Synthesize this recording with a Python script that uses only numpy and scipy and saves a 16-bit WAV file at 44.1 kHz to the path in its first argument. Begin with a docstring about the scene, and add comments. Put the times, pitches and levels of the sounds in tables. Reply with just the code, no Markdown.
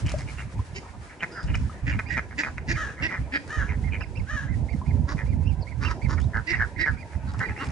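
"""A park pond, from the bank, where a flock of ducks is being fed. Close to the stereo microphone a hen
quacks hoarsely; others cluck in quick rattles, thin peeps arch in between and small birds chirp. Farther
out one bird gives three nasal calls after a faint first one. Quacks, clucks and calls are pulses of the
syrinx ringing in the throat. Water laps, splashes and plops. Wind buffets the microphone, mostly on the
right, over distant traffic and a mid-range wash that swells at the end, where a far motor whines."""
import sys
import numpy as np
from scipy import signal
from scipy.fft import rfft, irfft, next_fast_len
from scipy.io import wavfile
from scipy.ndimage import uniform_filter1d, map_coordinates

SR = 44100
rng = np.random.default_rng(int(sys.argv[2]) if len(sys.argv) > 2 else 0)


def unload_audio(sound):
    """Save the sound as a 16-bit wav file, at the path given as the first command line argument."""
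    columns = np.transpose(np.atleast_2d(sound))
    # keep every value between -1 and 1, then stretch to whole-number steps
    steps = np.round(np.clip(columns, -1, 1) * 32767)
    wavfile.write(sys.argv[1], SR, steps.astype(np.int16))


N = 340288
T = np.arange(SR // 3) / SR  # the time axis of one call
RUN_UP_S = .025  # the voice stirs just before its onset
CALL = T - RUN_UP_S  # seconds since the onset

# Wind on the microphone
GUST_HITS = [(1.434, 0.24, -24), (1.828, 0.16, -24.5), (2.715, 0.048, -26), (3, 0.054, -28.5),
             (3.19, 0.042, -23), (3.572, 0.076, -23), (3.692, 0.25, -26), (3.967, 0.057, -28),
             (4.179, 0.046, -21), (4.494, 0.17, -25), (4.716, 0.11, -26), (4.878, 0.18, -21.5),
             (5.126, 0.047, -24), (5.238, 0.3, -22.5), (5.572, 0.042, -25.5), (5.777, 0.15, -26.5),
             (6.035, 0.26, -23.5), (6.35, 0.058, -26), (6.52, 0.14, -30), (6.895, 0.059, -24.5),
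             (7.157, 0.022, -24.5), (7.382, 0.032, -28), (7.679, 0.04, -26.5)]  # (time [s], length [s], relative level [dB])
BREEZE_LEVEL = [(0, -27), (0.6, -40.5), (1.3, -46.5), (2.2, -37), (3.4, -40), (4.4, -37.5), (6.6, -40),
                (7.72, -38.5)]  # between gusts: (time [s], relative level [dB])
WIND_PAN = [(0, -3), (2.2, -5), (4, -8), (6, -12.5), (7.5, -5.5)]  # (time [s], left over right [dB])
# Spectra of the steady sounds: (frequency [Hz], gain [dB])
RUMBLE_SPECTRUM = [(30, -32), (48, -6), (65, 0.5), (90, -2), (125, -17), (200, -28.5), (900, -95)]
FLUTTER_SPECTRUM = [(40, -31.5), (90, 2), (130, 5), (180, -4), (260, -7.5), (400, -30), (900, -64)]
TRAFFIC_SPECTRUM = [(40, -17.5), (100, 7), (250, 9), (420, 7.5), (650, 3.5), (1000, 3.5), (1300, -48),
                    (2500, -42), (6000, -49.5)]
WASH_SPECTRUM = [(600, -45.5), (1200, -3.5), (1800, 0), (2500, -6), (3300, -24), (5000, -51)]
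LAPPING_SPECTRUM = [(1500, 2), (3200, -4.5), (5200, -5), (7000, -6.5), (10500, -11)]
ROAD_LEVEL = [(1, -51), (2.4, -47), (4.4, -47.5), (5.9, -45.5), (7.72, -50)]  # distant traffic: (time [s], level [dB])
POND_LEVELS = [(0, -55.5, -56.5), (0.9, -56, -64.5), (3.1, -54, -65), (4.8, -62, -66.5), (7.2, -56, -65.5),
               (7.6, -46, -62.5)]  # (time [s], mid-range wash level [dB], relative lapping level [dB])
# Clucks: (time [s], length [s], nominal pulse rate [Hz], roughness [ratio], relative level [dB],
# throat scale [Hz])
CLUCK_CALLS = [(0.06, 0.071, 156, 0.82, -44, 2290), (0.186, 0.049, 104, 0.77, -48.5, 1910),
               (0.272, 0.046, 97, 0.2, -46.5, 2120), (0.379, 0.053, 106, 1.17, -43.5, 2050),
               (0.822, .08, 160, 0.87, -53, 930), (0.935, .03, 180, 0.7, -51.5, 900),
               (1.095, 0.048, 177, 0.7, -52, 1710), (1.201, 0.028, 104, 1.1, -44, 2240),
               (1.223, 0.024, 168, 0.5, -29.5, 1875), (1.358, 0.062, 207, 0.17, -41, 1470),
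               (1.476, 0.051, 260, 1.1, -47, 2140), (1.545, 0.0039, 68, 0.54, -26.5, 2140),
               (1.911, 0.058, 101, 1.1, -40.5, 2050), (1.989, 0.015, 216, 0.5, -30.5, 1830),
               (2.166, 0.034, 126, 0.65, -29, 1783), (2.306, 0.039, 115, 0.8, -47.5, 1650),
               (2.432, 0.027, 148, 0.4, -31, 1840), (2.458, 0.036, 124, 0.8, -36.5, 1450),
               (2.579, 0.0075, 205, 0.2, -34, 1890), (2.976, 0.092, 105, 0.88, -44, 1640),
               (3.106, 0.076, 183, 0.84, -36, 1760), (3.59, 0.058, 186, 0.6, -38, 1500),
               (3.687, 0.06, 99, 0.7, -41.5, 1920), (3.919, 0.054, 101, 0.4, -38, 2190),
               (4.007, 0.018, 200, 0.7, -40.5, 1470), (5.177, 0.055, 110, 0.54, -40.5, 1810),
               (6.173, 0.028, 450, 1, -41, 1660), (6.34, 0.063, 112, 0.56, -32.5, 1520),
               (6.522, 0.066, 116, 0.71, -36.5, 1980), (6.594, 0.051, 118, 0.08, -27, 1605),
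               (6.859, 0.047, 149, 0.17, -28.5, 1570), (7.12, .04, 107, 0.77, -53.5, 1790),
               (7.338, 0.022, 220, 1.1, -45, 1230), (7.402, 0.045, 257, 0.54, -32, 1530),
               (7.49, 0.037, 87, 0.2, -42, 1820), (7.559, 0.045, 81, 0.1, -45, 1900)]
SPRAYS = [(0.062, -33.5), (0.088, -32.5), (0.178, -31.5), (1.427, -37.5), (1.549, -39.5), (3.474, -40),
          (4.723, -47), (6.191, -39.5), (7.315, -45), (7.383, -37), (7.643, -33.5)]  # at the bank: (time [s], relative level [dB])
BUBBLES = [(0.14, 566, -22.5), (0.592, 965, -32), (1.696, 1210, -33.5), (4.815, 975, -29.5)]  # plops and drips: (time [s], starting pitch [Hz], starting level [dB])
# The close hen: (time [s], length [s], mid pitch [Hz], body level [dB], throat scale [Hz],
# treble over body [dB], treble edge [Hz], nominal left over right [dB], nominal phase gap [rad])
QUACK_CALLS = [(.751, 0.031, 398, -39, 2250, -5.5, 6960, -7, 3.5),
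               (1.865, 0.049, 290.6, -31.5, 1874, -20, 7350, -8, -2.5),
               (2.085, 0.07, 300.5, -38.5, 1985, -15, 7650, -7, -1),
               (2.378, 0.041, 303, -26.5, 1930, -14.5, 7400, -8, -2.4),
               (2.682, 0.038, 324.6, -27.5, 1930, -11.5, 6740, -4.5, -2.5),
               (3.018, 0.041, 309.3, -26, 2030, -16.5, 5650, -7, -3.5),
               (3.328, 0.04, 288, -25.5, 1876, -18, 5160, -4, 2.7),
               (5.08, 0.049, 299.3, -35.5, 1430, -12, 6700, -6, -2.3),
               (5.812, .11, 315, -33, 1427, -15, 6300, -5, 2),
               (6.085, .055, 306, -34.5, 1360, -13.5, 6900, -6, 1.5),
               (6.476, 0.04, 336.2, -30.5, 2010, -10.5, 5650, -11, -3.5),
               (6.788, 0.041, 325.5, -29.5, 1950, -13.5, 5700, -5, 3.1),
               (7.277, 0.028, 283.4, -45, 1350, -10, 4420, -7, 4.5),
               (7.599, 0.032, 287, -32, 1510, -20, 4400, -8, 1)]
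# Throat resonances: (frequency [multiple of the throat scale], gain [dB])
CLUCK_TRACT = [(0.101, 1.5), (.2, -6.5), (.45, -4), (.7, 2), (0.952, 6.5), (1.202, 10), (1.4, -20),
               (1.648, -17), (2.201, -27.5), (3, -20.5), (5.499, -44)]
QUACK_TRACT = [(.16, -6.5), (.25, -9), (.4, -14.5), (.56, -21), (.74, -6), (.95, 9), (1.08, -1), (1.28, 1),
               (1.5, -16.5), (1.72, -10.5), (1.95, -45.5), (2.4, -77)]
GRUFF_TRACT = [(.1, -8.5), (.22, 2.5), (.33, -6), (.5, -23.5), (.72, 4), (1.05, -1), (1.3, -2), (1.6, -13),
               (2.1, -26), (3.2, -42.5)]
# Resonances of the hen's open bill and of the honking and peeping throats: (frequency [Hz], gain [dB])
OPEN_BILL = [(1500, -59.5), (3900, -10), (4350, -13), (4700, -3), (5050, -10), (5450, -5), (5950, -16),
             (6500, -10), (10500, -25.5)]
HONK_TRACT = [(300, -30), (630, -10.5), (950, -15), (1250, 1), (1450, 4.5), (1680, 9), (1880, 5),
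              (2080, -12.5), (3200, -14.5), (4700, -23.5), (6400, -16.5), (8500, -32.5)]
PEEP_TRACT = [(1600, 7.5), (2100, -6.5), (2450, -15), (2900, -6)]
# How differently the two microphone ports hear the hen: (frequency [Hz], share of pan and phase [0-1])
PORT_SHARE = [(900, 0), (1500, 0.62), (2700, 0.69), (4000, 0.29)]
# The bird farther out: (time [s], length [s], top pitch [Hz], level [dB], starting roughness [ratio])
HONK_CALLS = [(1.288, 0.2, 710, -50.5, 0.06), (2.742, 0.18, 640, -34.5, 0.23), (3.483, 0.22, 625, -36, 0.1),
              (4.265, .22, 624, -36.5, 0)]
# Small birds: (time [s], length [s], start pitch [Hz], end pitch [Hz], level [dB], rasp [0-1])
CHIRP_CALLS = [(1.314, 0.12, 5080, 4870, -54, 1), (5.61, 0.028, 5230, 4260, -52.5, .6),
               (6.202, 0.042, 2870, 3850, -57.5, 0.16)]
# Thin peeps, and the whistling ring inside the hen's quacks:
# (time [s], length [s], top pitch [Hz], level [dB])
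PEEPS_AND_RINGS = [(2.059, 0.066, 2520, -42.5), (2.102, 0.061, 1946, -32.5), (2.737, 0.027, 2410, -38),
                   (3.066, 0.032, 2154, -38), (3.836, 0.058, 2160, -46), (4.003, 0.039, 2670, -41.5),
                   (4.152, 0.05, 2680, -45), (4.481, 0.062, 2063, -47), (4.686, 0.051, 2340, -46),
                   (4.862, 0.05, 2465, -49), (5.261, 0.074, 2430, -53), (5.452, 0.071, 2813, -51),
                   (5.669, 0.06, 2330, -47), (5.834, 0.06, 2757, -39), (6.015, 0.049, 2360, -41.5),
                   (6.478, 0.0644, 2080, -27), (6.79, 0.051, 1965, -29.5), (6.761, 0.022, 2140, -40),
                   (6.79, 0.058, 1977, -29), (6.834, 0.028, 2260, -34), (6.971, 0.062, 2435, -48.5),
                   (7.424, 0.037, 2027, -32.5), (7.448, 0.043, 2440, -42.5), (7.561, 0.1, 2810, -48)]
MOTOR_GLIDE = [(6.5, 1015, -79), (7.0, 920, -68), (7.72, 822, -61.5)]  # a far motor: (time [s], pitch [Hz], level [dB])
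BANK_DECAY = [(200, 0.36), (2000, 0.16), (9000, 0.48)]  # echo off the far banks: (frequency [Hz], time to fall 60 dB [s])


def amp(db):
    """Decibels to gain."""
    return 10 ** (np.asarray(db) / 20)


def unit(x):
    """x at rms 1."""
    return x / np.sqrt(np.mean(x ** 2) + 1e-20)


def along(points, hz):
    """(Hz, value) points joined on a log axis."""
    f, v = np.transpose(points)
    return np.interp(np.log(hz + 1e-6), np.log(f), v)


def curves(rows):
    """One value per sample for each column after the time."""
    s, *cols = np.transpose(rows)
    return [np.interp(np.arange(N) / SR, s, c) for c in cols]


def wobble(rate, size=len(T)):
    """A smooth random curve with rate knots a second."""
    return map_coordinates(rng.standard_normal(4096), [np.arange(size) * rate / SR], mode="wrap")


def colour(x, points, scale=1):
    """x through a minimum-phase filter of (Hz, dB) points, their frequencies multiplied by scale."""
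    size = x.shape[-1]
    m = 2 * next_fast_len(size // 2 + SR // 10)
    cepstrum = irfft(np.log(amp(along(points, np.fft.rfftfreq(m, 1 / SR) / scale))))
    cepstrum[1:m // 2] *= 2
    cepstrum[m // 2 + 1:] = 0
    return irfft(rfft(x, m) * np.exp(rfft(cepstrum)), m)[..., :size]


def noise(points, alike):
    """Coloured stereo noise of rms 1; alike is the share that both channels have in common."""
    common, left, right = colour(rng.standard_normal((3, N)), points)
    return unit(np.sqrt(alike) * common + np.sqrt(1 - alike) * np.array([left, right]))


def patchy(x, depth_db):
    """x with its level wandering separately in each narrow band."""
    bands = signal.stft(x, nperseg=1024)[2]
    field = uniform_filter1d(rng.standard_normal(bands.shape[1:]), size=3, axis=0)
    field = unit(uniform_filter1d(field, size=6, axis=1))
    return unit(signal.istft(bands * amp(depth_db * field), nperseg=1024)[1][:, :N])


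def sides(pan_db):
    """Left and right gains with a mean of 1; positive is to the left."""
    gains = amp([pan_db / 2, -pan_db / 2]).reshape(2, -1)
    return gains / gains.mean(axis=0)


def add(out, s, x, pan_db=0, lead=0):
    """Mix x in at time s; the left channel leads by lead seconds."""
    for channel, sound, start in zip(out, sides(pan_db) * x, (s - lead / 2, s + lead / 2)):
        part = channel[max(round(start * SR), 0):][:len(sound)]
        part += sound[:len(part)]


def swell(length, rise, fall):
    """The envelope of a call: it opens smoothly and dies away around its end."""
    gate = (1 + np.tanh(CALL / rise)) * (1 - np.tanh((CALL - length) / fall)) / 4
    return gate * (1 - np.exp(-(T / .0032) ** 2))


def arch(length, sag):
    """Relative pitch that rises to 1 in the middle of a call and sags at both ends."""
    return 1 - sag * np.minimum((2 * CALL / length - 1) ** 2, 1)


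def at_level(x, length, db):
    """A call scaled to an rms level over its length."""
    return amp(db) * x / np.sqrt(np.sum(x ** 2) / (length * SR) + 1e-20)


def wind():
    """Gusts thump on the microphone ports over a light breeze, harder on the right; eddies flutter."""
    t = np.arange(N) / SR
    breeze_db, = curves(BREEZE_LEVEL)
    pan_db, = curves(WIND_PAN)
    attack_s, release_s = .0037, .013
    power = amp(breeze_db + 2 + 5 * wobble(20, N)) ** 2
    for s, length, db in GUST_HITS:
        gate = (1 + np.tanh((t - s) / attack_s)) * (1 - np.tanh((t - s - length) / release_s)) / 4
        power += gate * amp(db + 1) ** 2
    buffet_db = 10 * np.log10(power)
    rumble = noise(RUMBLE_SPECTRUM, alike=.68)
    # evened out, so that the gusts set its swells
    rumble /= np.sqrt(uniform_filter1d(np.mean(rumble ** 2, axis=0), size=3000) + .24)
    eddies = unit(amp(3.8 * wobble(45, N)))
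    flutter = noise(FLUTTER_SPECTRUM, alike=.86) * eddies * amp(-39 + .95 * (buffet_db + 32))
    return (rumble * amp(buffet_db - 1.85) + flutter) * sides(pan_db)


def traffic(drift_db):
    """Distant traffic: a low, wavering hum, nearly the same in both channels."""
    level_db, = curves(ROAD_LEVEL)
    hum = patchy(noise(TRAFFIC_SPECTRUM, alike=.92), depth_db=3)
    return hum * amp(level_db + drift_db + 1.5 * wobble(22, N))


def pond():
    """Lapping water and a mid-range wash of noise that swells at the end, both wide and wavering."""
    wash_db, water_db = curves(POND_LEVELS)
    wash = patchy(noise(WASH_SPECTRUM, alike=.17), depth_db=4) * amp(wash_db + 2 * wobble(24, N))
    lapping = noise(LAPPING_SPECTRUM, alike=.3) * amp(water_db + 9 + 2.5 * wobble(30, N))
    return wash + lapping


def syrinx(pitch, rough, jitter, scatter_db):
    """Membranes snap shut once a cycle, unevenly, and let a puff of turbulent air through each time."""
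    phase = np.cumsum(pitch * (1 + jitter * wobble(250))) / SR
    phase += .5 - phase[round(RUN_UP_S * SR)]
    pulses = np.diff(np.floor(phase), prepend=np.floor(phase[0])) * amp(scatter_db * wobble(398.5))
    air = rng.standard_normal(len(T)) * np.exp(-2.5 * (phase % 1))
    return np.sqrt(1 - rough) * unit(pulses - pulses.mean()) + np.sqrt(rough) * unit(air)


def bursts(rate, tone_hz, half_width_s=.0021):
    """A throat tone let through in one rounded burst per cycle, with near silence in between."""
    phase = np.cumsum(rate * (1 + .04 * wobble(120))) / SR
    phase -= phase[round(RUN_UP_S * SR)]
    offset = (phase % 1 - .5) / rate  # seconds from the middle of the nearest burst
    tone = np.sin(2 * np.pi * tone_hz * offset + wobble(153))
    window = np.exp(-(offset / half_width_s) ** 2) * np.sin(np.pi * (phase % 1))
    return unit(tone * window * amp(wobble(140)))


def clucks():
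    """Short rattles: bursts of a sinking tone over a throat rasp; both trail off as the bill closes."""
    out = np.zeros((2, N))
    for s, length, rate, rough, db, throat_hz in CLUCK_CALLS:
        pitch = rate * (.03 + arch(length, sag=.1))
        progress = np.clip(CALL / length, 0, 1)
        envelope = swell(length, rise=.003 + .07 * length, fall=.004 + .18 * length)
        envelope *= amp(3 * np.sin(np.pi * progress) - 3 * progress)
        air = amp(-15) * rng.standard_normal(len(T)) * swell(length, rise=.008, fall=.018)
        source = syrinx(pitch, rough * .6, jitter=.05, scatter_db=3) * envelope + air
        rasp = colour(source * (1 - progress), CLUCK_TRACT, throat_hz * 1.122)
        rasp += colour(source * progress, CLUCK_TRACT, throat_hz * .984)
        tone_hz = throat_hz * 1.134 * (1 - .13 * np.clip(CALL / length, 0, 2))
        rattle = bursts(pitch, tone_hz) * envelope
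        held = np.clip((length - .02) / .073, 0, 1)  # a held rattle is more tonal than a quick pop
        call = unit(rasp) + unit(rattle) * amp(9) * 2 * held * np.clip(1 - rough, 0, 1)
        add(out, s - RUN_UP_S, at_level(call, length, db + 2.5), pan_db=-2, lead=.00004)
    return out


def splashes(attack_s=.002, t60_s=.2):
    """Paddling feet and bills throw up sprays of fine drops at the bank."""
    out = np.zeros((2, N))
    for s, db in SPRAYS:
        drops = rng.standard_normal(len(T)) * amp(7.4 * wobble(460))
        spray = colour(drops, [(1000, -1.5), (3500, -9.5), (5300, -5.5), (7000, -9), (10500, -20.5)])
        envelope = amp(-60 * T / t60_s) * (1 - np.exp(-T / attack_s))
        add(out, s, unit(spray) * envelope * amp(db - 5))
    return out


def plops(attack_s=.00031, t60_s=.057):
    """Larger bubbles ring briefly with rising pitch."""
    out = np.zeros((2, N))
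    for s, hz, db in BUBBLES:
        bubble = np.sin(2 * np.pi * hz * (T + 4.2 * T ** 2))
        add(out, s, bubble * amp(db - 60 * T / t60_s) * (1 - np.exp(-T / attack_s)))
    return out


def ports(x, pan_db, phase_gap):
    """A close call at the two microphone ports: above the low body they differ in level and phase."""
    share = along(PORT_SHARE, np.fft.rfftfreq(len(x), 1 / SR))
    turn = np.exp(.5j * phase_gap * share * np.array([[1], [-1]]))
    return irfft(rfft(x) * sides(pan_db * share) * turn, len(x))


def quacks():
    """The hen, close on the right: hoarse climbing calls over a clean chest tone; her open bill rings."""
    out = np.zeros((2, N))
    for s, length, mid_hz, db, throat_hz, treble_db, edge_hz, pan_db, phase_gap in QUACK_CALLS:
        opening = np.clip(CALL / length, 0, 1)  # the pitch climbs and the throat resonance sinks
        pitch = mid_hz * (.94 + .12 * opening) * arch(length, sag=.04)
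        envelope = swell(length, rise=.0096, fall=.0096) * amp(2.9 * wobble(59))
        source = syrinx(pitch, rough=.2, jitter=.045, scatter_db=4) * envelope
        throat = QUACK_TRACT if throat_hz > 1700 else GRUFF_TRACT  # a low resonance is broader
        body = colour(source * (1 - opening), throat, throat_hz * 1.056)
        body += colour(source * opening, throat, throat_hz * 1.003)
        chest = np.sin(2 * np.pi * np.cumsum(pitch) / SR) * envelope
        bill = colour(source, OPEN_BILL)
        bill = colour(bill, [(1, -1.5), (1.1, -14)], edge_hz)  # shelved down above the treble edge
        call = at_level(body, length, db) + at_level(bill, length, db + treble_db)
        call += at_level(chest, length, min(db - 6.5, -34.5))
        add(out, s + .005 - RUN_UP_S, ports(call, pan_db, phase_gap))
    return out


def honks():
    """Farther out, nasal calls start clean, then sink and turn raspy as the cycles grow unequal."""
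    out = np.zeros((2, N))
    for s, length, top_hz, db, rough in HONK_CALLS:
        broken = (1 + np.tanh((CALL - length * .62) / .0032)) / 2
        pitch = top_hz * np.interp(CALL / length, [0, .2, .34, .6, 1], [.76, .99, 1, .88, .86])
        clean = syrinx(pitch, rough * .6 + .06, jitter=.03, scatter_db=2)
        rasp = syrinx(pitch / 4, rough=.4, jitter=.05, scatter_db=3)
        source = (1 - .5 * broken) * clean + .55 * broken * rasp
        source *= swell(length * .87, rise=.014, fall=.058) * np.clip(CALL / .048 + .18, 0, 1)
        add(out, s - RUN_UP_S, at_level(colour(source, HONK_TRACT), length, db), lead=.00003)
    return out


def whistle(pitch, length, db, rasp):
    """A thin tone and its faint octave, shaped by the throat; rasp is the share that is air noise."""
    phase = 2 * np.pi * np.cumsum(pitch * (1 + .01 * wobble(300))) / SR
    grain = np.sqrt(1 - rasp) + np.sqrt(rasp / 2) * (wobble(700) + 1j * wobble(700))
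    octave = amp(np.interp(pitch, [2100, 2400, 4500], [-30, -13, -40]))
    tone = np.real(grain * (np.exp(1j * phase) + octave * np.exp(2j * phase)))
    tone *= amp(along(PEEP_TRACT, pitch) + 2 * wobble(120))
    envelope = swell(length * 1.086, rise=.0046, fall=.002) * np.clip(CALL / .0059 + .5, 0, 1)
    return at_level(tone * envelope, length, db)


def chirps():
    """Small birds, faint and central: high whistles that glide one way."""
    out = np.zeros((2, N))
    for s, length, start_hz, end_hz, db, rasp in CHIRP_CALLS:
        glide = np.interp(CALL, [0, length], [start_hz, end_hz])
        add(out, s - RUN_UP_S, whistle(glide, length, db, rasp))
    return out


def peeps_and_rings():
    """Thin peeps, and the whistling ring inside the hen's quacks: arching tones well to the right."""
    out = np.zeros((2, N))
    for s, length, top_hz, db in PEEPS_AND_RINGS:
        sag = np.clip((top_hz - 1750) / 4400, .03, .18)  # higher tones leap further
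        call = whistle(top_hz * arch(length, sag), length, db, rasp=.2)
        add(out, s - RUN_UP_S, call, pan_db=-12.5, lead=.00004)
    return out


def motor(drift_db):
    """One far motor comes out of the traffic at the end, its whine flickering and sinking in pitch."""
    hz, db = curves(MOTOR_GLIDE)
    flicker = unit(wobble(110, N) + 1j * wobble(110, N))
    return np.real(flicker * np.exp(2j * np.pi * np.cumsum(hz) / SR)) * amp(db + drift_db)


def banks(x, near_db, far_db):
    """Ground and water scatter a sound back at once; the far banks add a faint tail."""
    hz, t, bands = signal.stft(rng.standard_normal((2, len(T))), SR, nperseg=256)
    decay = amp(-60 * t / along(BANK_DECAY, hz)[:, None])
    tail = signal.istft(bands * decay, SR, nperseg=256)[1][:, :len(T)]
    tail *= 1 - np.exp(-T / .03)
    scatter = rng.standard_normal((2, len(T))) * amp(-60 * T / .02) * (1 - np.exp(-T / .0018))
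    near = amp(near_db) * scatter / np.linalg.norm(scatter[0])
    far = amp(far_db) * tail / np.linalg.norm(tail[0])
    return signal.fftconvolve(x, near + far, axes=1)[:, :N]


def scene():
    """The pond under the wind; the voices reach the microphone more directly than the splashes."""
    voices = quacks() + clucks() + honks() + peeps_and_rings() + chirps()
    water = splashes() + plops()
    echoes = banks(voices, near_db=-6, far_db=-9) + banks(water, near_db=-5.5, far_db=-7.5)
    foreground = voices + water + echoes + wind()
    drift_db = 1.5 * wobble(9, N)  # traffic and motor swell and fade together
    return foreground + traffic(drift_db) + pond() + motor(drift_db)


def record(dry):
    """Nothing sounds above 10.7 kHz."""
    top_hz = 10700
    m = next_fast_len(N + SR // 2)
    return irfft(rfft(dry, m) * (np.fft.rfftfreq(m, 1 / SR) < top_hz), m)[:, :N]


dry = scene()
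out = record(dry)
unload_audio(out)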